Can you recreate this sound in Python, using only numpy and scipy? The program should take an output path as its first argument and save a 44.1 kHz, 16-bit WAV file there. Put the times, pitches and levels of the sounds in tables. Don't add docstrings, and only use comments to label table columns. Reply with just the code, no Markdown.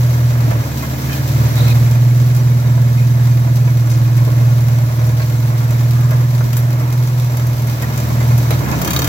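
import sys
import numpy as np
from scipy import signal
from scipy.fft import rfft, irfft
from scipy.io import wavfile

SR = 44100
rng = np.random.default_rng(int(sys.argv[2]) if len(sys.argv) > 2 else 0)


def unload_audio(sound):
    columns = np.transpose(np.atleast_2d(sound))
    steps = np.round(np.clip(columns, -1, 1) * 32767)
    wavfile.write(sys.argv[1], SR, steps.astype(np.int16))


N = 400428
TIME = np.arange(N) / SR
FREQ = np.fft.rfftfreq(N, 1 / SR)
BLOW_AGE_S = np.arange(4096) / SR

# t/s, f/Hz
CRANK_SPEED = [(0, 20.217), (0.35, 20.065), (0.9, 18.047), (1.22, 18.971), (2.34, 20.34), (2.67, 19.986),
               (3.7, 20.025), (3.9, 19.545), (4.34, 19.845), (5.07, 19.451), (5.7, 19.65), (6.13, 20.252),
               (6.51, 19.98), (7.07, 20.401), (7.89, 19.625), (8.34, 19.976), (8.6, 19.486), (8.83, 16.554),
               (9.08, 19.211)]
# t/s, level/dB
ENGINE_LOAD = [(0, 3), (0.35, 2), (0.55, 2.5), (1.35, 3.5), (1.62, 5.5), (2.05, 1), (3.7, 0.1), (6.2, 0.65),
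               (7.15, -0.5), (8.15, 3.5), (8.5, 4), (8.72, 6.5), (9.08, 6)]
# t/s, level/dB
DIRECT_SOUND = [(0, -11), (2, -12.5), (4.5, -4.5), (6, -3.5), (7, -1), (8.6, -2), (9.08, -7)]

# t/s, level/dB
BOOM_LEVEL = [(0, -11), (1.35, -14.5), (1.7, -10), (4.7, -11), (5.1, -12), (5.3, -14.5), (6, -10.5),
              (7.2, -14.5), (7.55, -12.5), (7.9, -20), (8.35, -9.5), (8.6, -17), (9.08, -12.5)]
# t/s, level/dB
THROB_LEVEL = [(0, -30), (1.55, -16), (2, -22), (4.7, -20.5), (7.3, -27.5), (8.3, -23), (9.08, -18)]
# t/s, level/dB
HUM_LEVEL = [(0, -39), (0.9, -32.5), (2.0, -32), (3.3, -31.5), (4.3, -37), (5.2, -37.5), (6.5, -33.5),
             (7, -43), (8.1, -29.5), (9.08, -45)]
# crank order, level/dB
WEAK_ORDERS = [(5, -43), (10, -48.5), (12, -43), (15, -44.5), (16, -46.5), (17, -50.5), (18, -53.5),
               (22, -54), (25, -54.5), (30, -50.5)]
# crank order, level/dB
LUG_ORDERS = [(14, -39.5), (16, -45), (17, -44.5)]
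# t/s, thump level/dB, share of exhaust lost, time to deepest dip/s
MISFIRES = [(0.503, -32, 0.54, .02), (0.622, -45, 0.97, .012), (1.47, -32, 0.49, 0.032),
            (2.598, -37, 0.29, .022), (3.798, -34, .28, 0.053), (4.83, -27, 0.35, 0.076),
            (6.44, -25, .25, .025), (7.276, -35, .28, 0.02), (7.529, -28, .4, .03), (7.74, -33, 0.25, .04),
            (8.41, -25, 0.19, .03), (8.608, -35, 0.67, 0.021)]
# t/s, length/s, crank order, level/dB
WHINE_TONES = [(0, 0.53, 30, -41), (1.8, 0.7, 18, -47), (1.85, 1.7, 30, -46), (3.35, 2.3, 31.5, -45.5),
               (3.7, 1.1, 29, -50), (4.8, 1.2, 25, -45), (3.5, 0.97, 16, -40), (5.85, .9, 18, -42.5),
               (5.85, 1, 29, -45), (7.1, 1.3, 30, -43)]

# phase/cycles, level/dB
FIRING_PATTERN = [(0.053, 0), (0.31, -2.5), (.525, -2.5), (0.79, -2.5)]
# phase/cycles, level/dB
VALVE_PATTERN = [(.07, 2.5), (.315, 0), (.42, -1.5), (.55, -12), (.812, -3), (.92, -2.5)]
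# t/s, level/dB, tilt/(dB/octave)
HARD_BLOWS = [(0.5095, -25, -4), (0.829, -30, 2), (1.57, -31.5, 1), (1.672, -32, -1), (2.774, -33, -6),
              (3.473, -33, -6), (3.675, -33, 2), (4.18, -34, 2), (4.275, -35, -4), (4.404, -34, -1),
              (5.2, -32, 3), (6.114, -29, -1.5), (6.406, -34, -1), (6.73, -37, -6), (6.807, -35, -4),
              (7.824, -31, 2), (8.1, -29, -3), (8.205, -31.5, 4), (8.306, -27, -1), (8.509, -27.5, -6),
              (8.721, -24.5, 0)]
# t/s, level/dB, body offset/dB, top offset/dB
LOOSE_HITS = [(0.5104, -27.5, -1, -11), (0.83, -27.5, -5, -3), (1.0186, -25, -17, -9),
              (1.1195, -30, -3, -10), (1.581, -24, -12, -4), (1.7, -26, -6, -4), (1.8745, -32, -1, -9),
              (1.912, -25, -12, -7), (2.348, -24, -21, -6), (2.364, -24, -20, -3), (3.557, -24, -20, -6),
              (3.901, -23, -20, -12), (3.914, -23.5, -15, -8), (4.168, -25.5, -12, -4),
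              (4.617, -33, -15, -3), (5.0685, -32, -12, 2), (5.58, -34, -15, -1), (5.708, -25, -14, -8),
              (6.1075, -28, -6, -5), (6.5301, -21, -6, -5), (6.5679, -19, -11, 0), (6.925, -25, -15, -5),
              (7.073, -26, -18, -7), (7.3701, -22, -22, -5), (7.469, -30, -20, 1), (7.6206, -30, -14, -2),
              (7.671, -28, -10, 1), (7.8223, -23, -11, -1), (7.976, -19, -23, -7), (8.3784, -23, -17, 1),
              (8.507, -20, -1, -1), (8.786, -32, -8, -3)]
# t/s, level/dB, emphasis f/Hz
LINKAGE_HITS = [(8.8159, -33, 6200), (8.8467, -33, 6500), (8.8753, -24.5, 1150), (8.9058, -23, 7500),
                (8.9325, -27, 6600), (8.9627, -19.5, 4000), (8.99, -23, 6050), (9.019, -23.5, 3900),
                (9.0439, -27, 6800), (9.074, -28, 3800)]
# t/s, length/s, f/Hz, width/Hz, level/dB
SCRAPES = [(0.473, 0.029, 260, 90, -26), (0.827, .035, 1700, 250, -39), (1.07, 0.15, 1700, 160, -37),
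           (1.09, .06, 2470, 150, -36), (1.11, .035, 3110, 130, -37), (1.565, .055, 3870, 450, -30.5),
           (1.62, 0.12, 4000, 800, -34), (1.665, 0.066, 2480, 160, -32.5), (2.966, .045, 2120, 100, -40),
           (2.97, 0.078, 2480, 100, -41), (3.903, .06, 5500, 4000, -37), (3.949, 0.63, 1090, 160, -42.5),
           (4.26, .04, 465, 160, -31), (5.195, 0.045, 2200, 900, -38), (5.196, 0.037, 4300, 800, -37.5),
           (5.198, .035, 1680, 220, -36), (5.9, .32, 1643, 90, -42.5), (5.88, 0.38, 1185, 70, -41.5),
           (5.92, .36, 1030, 300, -42), (6.106, .008, 12500, 700, -33), (6.406, .014, 1400, 300, -29.5),
           (6.448, 0.025, 240, 80, -26.5), (6.568, 0.037, 12000, 1800, -33),
           (7.815, 0.034, 1880, 120, -30.5), (8.505, 0.055, 3940, 400, -34.5),
           (8.508, 0.043, 2180, 300, -35), (8.667, 0.082, 990, 700, -28)]

# f/Hz, level/dB
CASTING_MODES = [(490, -3), (640, 2.5), (760, -10), (900, -5), (1030, 1.5), (1130, -5.5), (1430, -3),
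                 (1680, -4), (2150, 0), (2460, -6)]
# f/Hz, level/dB
IRON_MODES = [(970, 1.5), (1400, 0), (1696, 0), (2140, 0), (2470, -0.5), (3200, -6), (3800, -2.5),
              (4680, -3), (6108, 1.5), (7300, -1.5)]
# f/Hz, level/dB
LINKAGE_MODES = [(1200, 0), (1710, -3), (2430, -8), (3220, -5.5), (3790, -0.5), (4390, -2.5), (4680, -6),
                 (6100, -3), (6550, -9), (7380, -10), (12800, -7), (14800, 1), (15200, -3)]
# f/Hz, width/Hz, boost/dB
PANEL_PEAKS = [(307, 28, 5.5), (473, 27, 4), (621, 103, 4), (960, 46, 3), (1670, 47, 5), (2134, 26, 4),
               (2460, 130, 2)]

# f/Hz, relative level/dB
BLOCK_SPECTRUM = [(150, -13), (260, 1.5), (305, -5), (391, -5.5), (482, -5.5), (543, -6), (599, -3.5),
                  (776, -9), (947, -8), (1290, -10), (2160, -13.5), (2800, -21.5), (3640, -34),
                  (6160, -120)]
RUMBLE_SPECTRUM = [(20, -30), (40, -11), (60, -2), (100, -0.5), (150, 7), (200, 1), (280, -11),
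                   (400, -13.5), (800, -42)]
PIPE_BARK_SPECTRUM = [(150, -7), (240, -2), (295, -2), (380, -6), (600, -45)]
FIRING_KNOCK_SPECTRUM = [(450, -34), (680, -1), (1000, 1), (1400, -5.5), (2500, -54)]
FAN_GEAR_SPECTRUM = [(1530, -8.5), (2600, -3), (2850, -2.5), (4230, 0.5), (4670, -1.5), (5690, 1),
                     (6190, -1), (6990, -4), (7650, -1.5), (8260, -9.5), (8780, -12.5), (12400, -0.5),
                     (15600, -0.5), (16500, -6)]
CLANK_SPECTRUM = [(1530, -21), (2600, -10), (2810, -16), (3770, -7), (4530, 2), (5040, 7.5), (6050, 5),
                  (7600, 5.5), (8640, -4), (14700, 0), (16000, -16)]
CLATTER_BODY_SPECTRUM = [(250, 3.5), (700, 2.5), (1200, 5), (2100, -7), (3200, -1.5), (6000, -46)]
CLATTER_TOP_SPECTRUM = [(7000, -27), (9500, 0), (12000, 6.5), (15500, 6)]

# f/Hz, coherence (clipped to 0-1)
COHERENCE = [(100, 0), (280, 1.05), (600, 0.57), (1200, 0.66), (2200, -0.31), (5000, 0.22), (15000, 0)]
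# f/Hz, left minus right/dB
NOISE_BALANCE = [(60, 3), (250, -1.5), (600, 0.5), (1200, -4.5), (2200, -1.5), (4400, 0.5), (8000, 2.5),
                 (13000, 1)]
# t/s, left minus right/dB
EXHAUST_BALANCE = [(0, -0.7), (3, -1.5), (5.7, -1.4), (9.08, -0.7)]


def exhaust(turns, valve_turns=0.037, advance_turns=0.022, in_tune_hz=19.15, stall_hz=17.9):
    angle = 2 * np.pi * (turns - valve_turns)
    crank_hz, load_db = follow(CRANK_SPEED), follow(ENGINE_LOAD)
    early_angle = angle + 2 * np.pi * advance_turns * np.interp(TIME, [6.1, 6.7], [0, 1])
    stall_db = 6 * np.maximum(stall_hz - crank_hz, 0)
    off_tune_db = 38 * np.maximum(in_tune_hz - crank_hz, 0)
    fourth = amp(-33 + 1.9 * throttle_db() - stall_db + 1.35 * wander(7.8)) * np.cos(4 * early_angle)
    sixth = amp(follow(BOOM_LEVEL) - off_tune_db + 0.73 * wander(8.7)) * np.cos(6 * angle)
    seventh = amp(follow(THROB_LEVEL) - stall_db + 1.4 * wander(11)) * np.cos(7 * early_angle)
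    unevenness = 0.036 * amp(load_db) * wander(34)
    boom = (fourth + sixth + seventh) * (1 + unevenness)
    overtones = sum(amp(db) * (1 + 0.41 * wander(5.3)) * np.cos(order * angle + random_phase())
                    for order, db in WEAK_ORDERS)
    growl = lugging() * sum(amp(db) * np.cos(order * angle + random_phase()) for order, db in LUG_ORDERS)
    resonances = pipe_resonances(angle, crank_hz, load_db)
    return np.sqrt(2) * (boom + growl + resonances + overtones * amp(0.61 * load_db))


def pipe_resonances(angle, crank_hz, load_db, drone_hz=154, hum_hz=218.2):
    orders = np.array([[8], [9]])
    weights = resonance(orders * crank_hz, drone_hz, width_hz=14)
    drone = (weights * np.sin(orders * angle)).sum(0) / np.linalg.norm(weights, axis=0)
    orders = np.array([[11], [12], [13]])
    weights = resonance(orders * crank_hz, hum_hz, width_hz=16)
    hum = -(weights * np.sin(orders * angle)).sum(0)
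    drone_db = -35.5 + 1.5 * load_db + wander(5.5)
    return amp(drone_db) * drone + amp(follow(HUM_LEVEL)) * hum


def misfire(pipe, thump_hz=55, thump_s=0.012, trim_db=-1):
    for start_s, db, lost, dip_s in MISFIRES:
        age_s = np.maximum(TIME - start_s, 0)
        swell = age_s / thump_s * np.exp(1 - age_s / thump_s)
        starved = age_s / dip_s * np.exp(1 - age_s / dip_s)
        thump = amp(db + trim_db) * swell * np.sin(2 * np.pi * thump_hz * age_s)
        pipe = pipe * (1 - lost * starved ** 2) + thump
    return pipe


def exhaust_stereo(pipe):
    lean_db = follow(EXHAUST_BALANCE) / 2
    return lag_right(pipe, lag_s=0.00012) * amp([lean_db, -lean_db])


def combustion(turns, floor_power=0.54):
    at, db = each_cycle(turns, FIRING_PATTERN, scatter_db=4)
    puffs = ring_down(at, db, decay_s=0.016, tail_s=0.072, tail_db=5)
    chuff = unit(np.sqrt(floor_power + puffs / puffs.mean()))
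    load_db = follow(ENGINE_LOAD)
    rumble = amp(-39 + 2.07 * load_db) * noise(RUMBLE_SPECTRUM)
    bark = amp(-41 + 1.17 * load_db) * lugging() * noise(PIPE_BARK_SPECTRUM)
    knock_db = -42 + load_db + follow(DIRECT_SOUND)
    knock = amp(knock_db) * unit(np.sqrt(puffs)) * noise(FIRING_KNOCK_SPECTRUM)
    at, db = each_cycle(turns, VALVE_PATTERN, scatter_db=3)
    valve_ring = amp(-47 + load_db) * unit(strike(IRON_MODES, at, db, ring_s=0.018, rise_s=0.001))
    block = amp(-36 + load_db) * (block_thuds(turns) + chuff * noise(BLOCK_SPECTRUM))
    return block + chuff * (rumble + bark) + knock + valve_ring


def block_thuds(turns):
    envelope = blow_envelope(ring_s=0.026, rise_s=0.0025)
    responses = np.array_split(noise(BLOCK_SPECTRUM), len(FIRING_PATTERN), axis=1)
    out = np.zeros((2, N))
    for cylinder, response in zip(FIRING_PATTERN, responses):
        at, db = each_cycle(turns, [cylinder], scatter_db=1.5)
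        impulses = np.bincount(at, amp(db), N)
        thud = unit(response[:, :len(envelope)] * envelope)
        out += signal.oaconvolve(impulses[None], thud, axes=1)[:, :N]
    return unit(out)


def cylinder_knock(turns, phase_cycles=0.075, level_db=-38, ring_s=0.018, lean_db=-1.5):
    at, db = each_cycle(turns, [(phase_cycles, level_db)], scatter_db=-0.5)
    db = db + 0.45 * follow(ENGINE_LOAD)[at] + 0.4 * follow(DIRECT_SOUND)[at]
    dull = strike(CASTING_MODES, at, db, ring_s, rise_s=0.0043, tilt_db_oct=-1.5)
    start_s, db, tilts = np.transpose(HARD_BLOWS)
    hard = strike(CASTING_MODES, samples(start_s), db, ring_s, rise_s=0.0027,
                  tilt_db_oct=tilts, detune=0.072)
    return (dull + hard) * amp([[lean_db], [-lean_db]])


def machinery(turns, fan_db=-39.5, tick_db=-44, grit_db=-47, clutch_db=-35, grit_per_s=60):
    at, db = each_cycle(turns, VALVE_PATTERN, scatter_db=4)
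    ticks = ring_down(at, db, decay_s=0.003, tail_s=0.015, tail_db=-12)
    tick_power = amp(tick_db + 0.46 * follow(DIRECT_SOUND)) ** 2 * ticks / ticks.mean()
    at = random_hits(grit_per_s)
    db = 7 * rng.uniform(-1.9, 1, len(at)) + 4 * np.tanh(wander(11))[at]
    grit = ring_down(at, db, decay_s=0.00085, tail_s=0.015, tail_db=-6.5)
    grit /= grit.mean()
    running_power = amp(fan_db) ** 2 + tick_power + amp(grit_db) ** 2 * grit
    slip = np.interp(TIME, [0.66, 1.73], [0, 0.94], right=0)
    clutch_power = amp(clutch_db) ** 2 * slip * (1 + grit) / 2
    envelope = np.sqrt(amp(throttle_db()) ** 2 * running_power + clutch_power)
    return envelope * amp(0.5 * wander(10.5)) * noise(FAN_GEAR_SPECTRUM)


def clatter(top_lean_db=2):
    linkage_rows = [(start_s, -16, -6.5, -4) for start_s, *_ in LINKAGE_HITS]
    start_s, db, body_db, top_db = np.vstack([LOOSE_HITS, linkage_rows]).T
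    at = samples(start_s)
    body_power = ring_down(at, db + body_db - 2, decay_s=0.0068, tail_s=0.043, tail_db=-13)
    clank_power = ring_down(at, db - 11, decay_s=0.0045, tail_s=0.025, tail_db=-18)
    top_power = ring_down(at, db + top_db - 2, decay_s=0.004, tail_s=0.025, tail_db=-18)
    body = np.sqrt(body_power) * noise(CLATTER_BODY_SPECTRUM)
    clank = np.sqrt(clank_power) * noise(CLANK_SPECTRUM)
    top = np.sqrt(top_power) * noise(CLATTER_TOP_SPECTRUM) * amp([[top_lean_db], [-top_lean_db]])
    ring = strike(IRON_MODES, at, db - 18, ring_s=0.025, rise_s=0.0003)
    return body + clank + top + ring


def linkage_judder(ring_s=0.0072, rise_s=0.0004, focus_db=6, focus_oct=0.27, bounce_s=0.0021):
    start_s, db, focus_hz = np.transpose(LINKAGE_HITS)
    offset_oct = np.log2(np.transpose(LINKAGE_MODES)[0] / focus_hz[:, None])
    mode_db = db[:, None] + focus_db * np.exp(-(offset_oct / focus_oct) ** 2)
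    clack = strike(LINKAGE_MODES, samples(start_s), mode_db, ring_s, rise_s, detune=0.011)
    bounce = strike(LINKAGE_MODES, samples(start_s + bounce_s), mode_db - 3, ring_s, rise_s)
    return clack + bounce


def squeals(scratch_db=4, slip_hz=160):
    out = np.zeros((2, N))
    slips = amp(scratch_db * np.tanh(wander(slip_hz))) * rng.standard_normal((2, N))
    for start_s, length_s, hz, width_hz, db in SCRAPES:
        span = slice(samples(start_s), samples(start_s + length_s))
        pole = np.exp((2j * np.pi * hz - np.pi * width_hz) / SR)
        ring = signal.lfilter([1], np.poly([pole, pole]), slips[:, span]).real
        out[:, span] += amp(db) * unit(ring) * signal.windows.tukey(ring.shape[1], 0.2)
    return out


def whines(turns, waver_db=1.5):
    out = np.zeros(N)
    for start_s, length_s, order, db in WHINE_TONES:
        span = slice(samples(start_s), samples(start_s + length_s))
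        tone = np.sin(2 * np.pi * order * turns[span] + random_phase())
        out[span] += amp(db) * unit(tone) * signal.windows.tukey(len(tone), 0.43)
    return lag_right(out * amp(waver_db * wander(4)), lag_s=0.00025)


def tinkles(per_s=45, level_db=-51, spread_db=4):
    at = random_hits(per_s)
    emphasis_db = spread_db * np.minimum(rng.exponential(1, (len(at), len(IRON_MODES))), 3.1)
    mode_db = level_db + emphasis_db + 0.86 * follow(ENGINE_LOAD)[at, None]
    return strike(IRON_MODES, at, mode_db, ring_s=0.014, rise_s=0.0004, detune=0.0504)


def throttle_db(wide_open_db=4):
    return np.minimum(follow(ENGINE_LOAD), wide_open_db)


def lugging():
    crank_hz = follow(CRANK_SPEED)
    return np.clip(np.median(crank_hz) - crank_hz, 0, 1)


def each_cycle(turns, pattern, scatter_db):
    hits = [np.flatnonzero(np.diff(np.floor(turns / 2 - phase)) > 0) for phase, _ in pattern]
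    db = np.concatenate([np.full(len(at), level_db) for at, (_, level_db) in zip(hits, pattern)])
    return np.concatenate(hits), db + scatter_db * rng.uniform(-2.7, 1, len(db))


def strike(modes, at, db, ring_s, rise_s, tilt_db_oct=0, detune=0.0242):
    hz, mode_db = np.transpose(modes)
    envelope = blow_envelope(ring_s, rise_s)
    gains = amp(np.c_[db] + mode_db + np.outer(tilt_db_oct, np.log2(hz / np.median(hz))))
    draws = rng.uniform(-0.99, 1, (len(at), 3, len(hz)))
    out = np.zeros((2, N + len(envelope)))
    for start, gain, draw in zip(at, gains, draws):
        tuned_hz = hz * (1 + detune * draw[2])
        angle = 2 * np.pi * np.outer(tuned_hz, BLOW_AGE_S) + np.pi * draw[:2, :, None]
        out[:, start:start + len(envelope)] += envelope * (gain @ np.sin(angle.astype("float32")))
    return out[:, :N]


def blow_envelope(ring_s, rise_s):
    return np.exp(-BLOW_AGE_S / ring_s) * (1 - np.exp(-BLOW_AGE_S / rise_s))


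def ring_down(at, db, decay_s, tail_s, tail_db):
    blows = np.bincount(at, amp(db) ** 2, N)
    quick, tail = (signal.lfilter([1], [1, -np.exp(-1 / (s * SR))], blows) for s in (decay_s, tail_s))
    return quick + amp(tail_db) ** 2 * tail


def noise(spectrum, lag_s=0.0003):
    left, independent = rfft(rng.standard_normal((2, N)))
    coherence = np.clip(over_freq(COHERENCE), 0, 1)
    delayed = left * np.exp(-2j * np.pi * FREQ * lag_s)
    right = coherence * delayed + np.sqrt(1 - coherence ** 2) * independent
    panel_db = sum(db * resonance(FREQ, hz, width_hz) for hz, width_hz, db in PANEL_PEAKS)
    colour = amp(over_freq(spectrum) + panel_db)
    lean_db = over_freq(NOISE_BALANCE) / 2
    pair = irfft(np.array([left, right]) * amp([lean_db, -lean_db]) * colour, N)
    return pair / pair.mean(0).std()


def resonance(hz, centre_hz, width_hz):
    return 1 / (1 + (2 * (hz - centre_hz) / width_hz) ** 2)


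def lag_right(x, lag_s):
    return np.array([x, np.interp(TIME - lag_s, TIME, x)])


def follow(curve):
    return np.interp(TIME, *np.transpose(curve))


def over_freq(curve):
    hz, value = np.transpose(curve)
    return np.interp(np.log(FREQ + 1), np.log(hz + 1), value)


def wander(rate_hz):
    return unit(irfft(rfft(rng.standard_normal(N)) / (1 + (FREQ / rate_hz) ** 4), N))


def random_hits(per_s):
    return np.flatnonzero(rng.random(N) < per_s / SR)


def random_phase():
    return rng.uniform(0, 2 * np.pi)


def samples(time_s):
    return np.round(time_s * SR).astype(int)


def amp(db):
    return 10 ** (np.asarray(db) / 20)


def unit(x):
    return x / np.sqrt(np.mean(x ** 2) + 1e-20)


def scene():
    turns = np.cumsum(follow(CRANK_SPEED)) / SR
    pipe = exhaust_stereo(misfire(exhaust(turns)))
    engine = pipe + combustion(turns) + cylinder_knock(turns) + whines(turns) + machinery(turns)
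    return engine + tinkles() + clatter() + linkage_judder() + squeals()


def record(dry):
    lowpass = signal.firwin(511, 15950, window=("kaiser", 9), fs=SR)
    return signal.oaconvolve(dry, lowpass[None], "same")


dry = scene()
out = record(dry)
unload_audio(out)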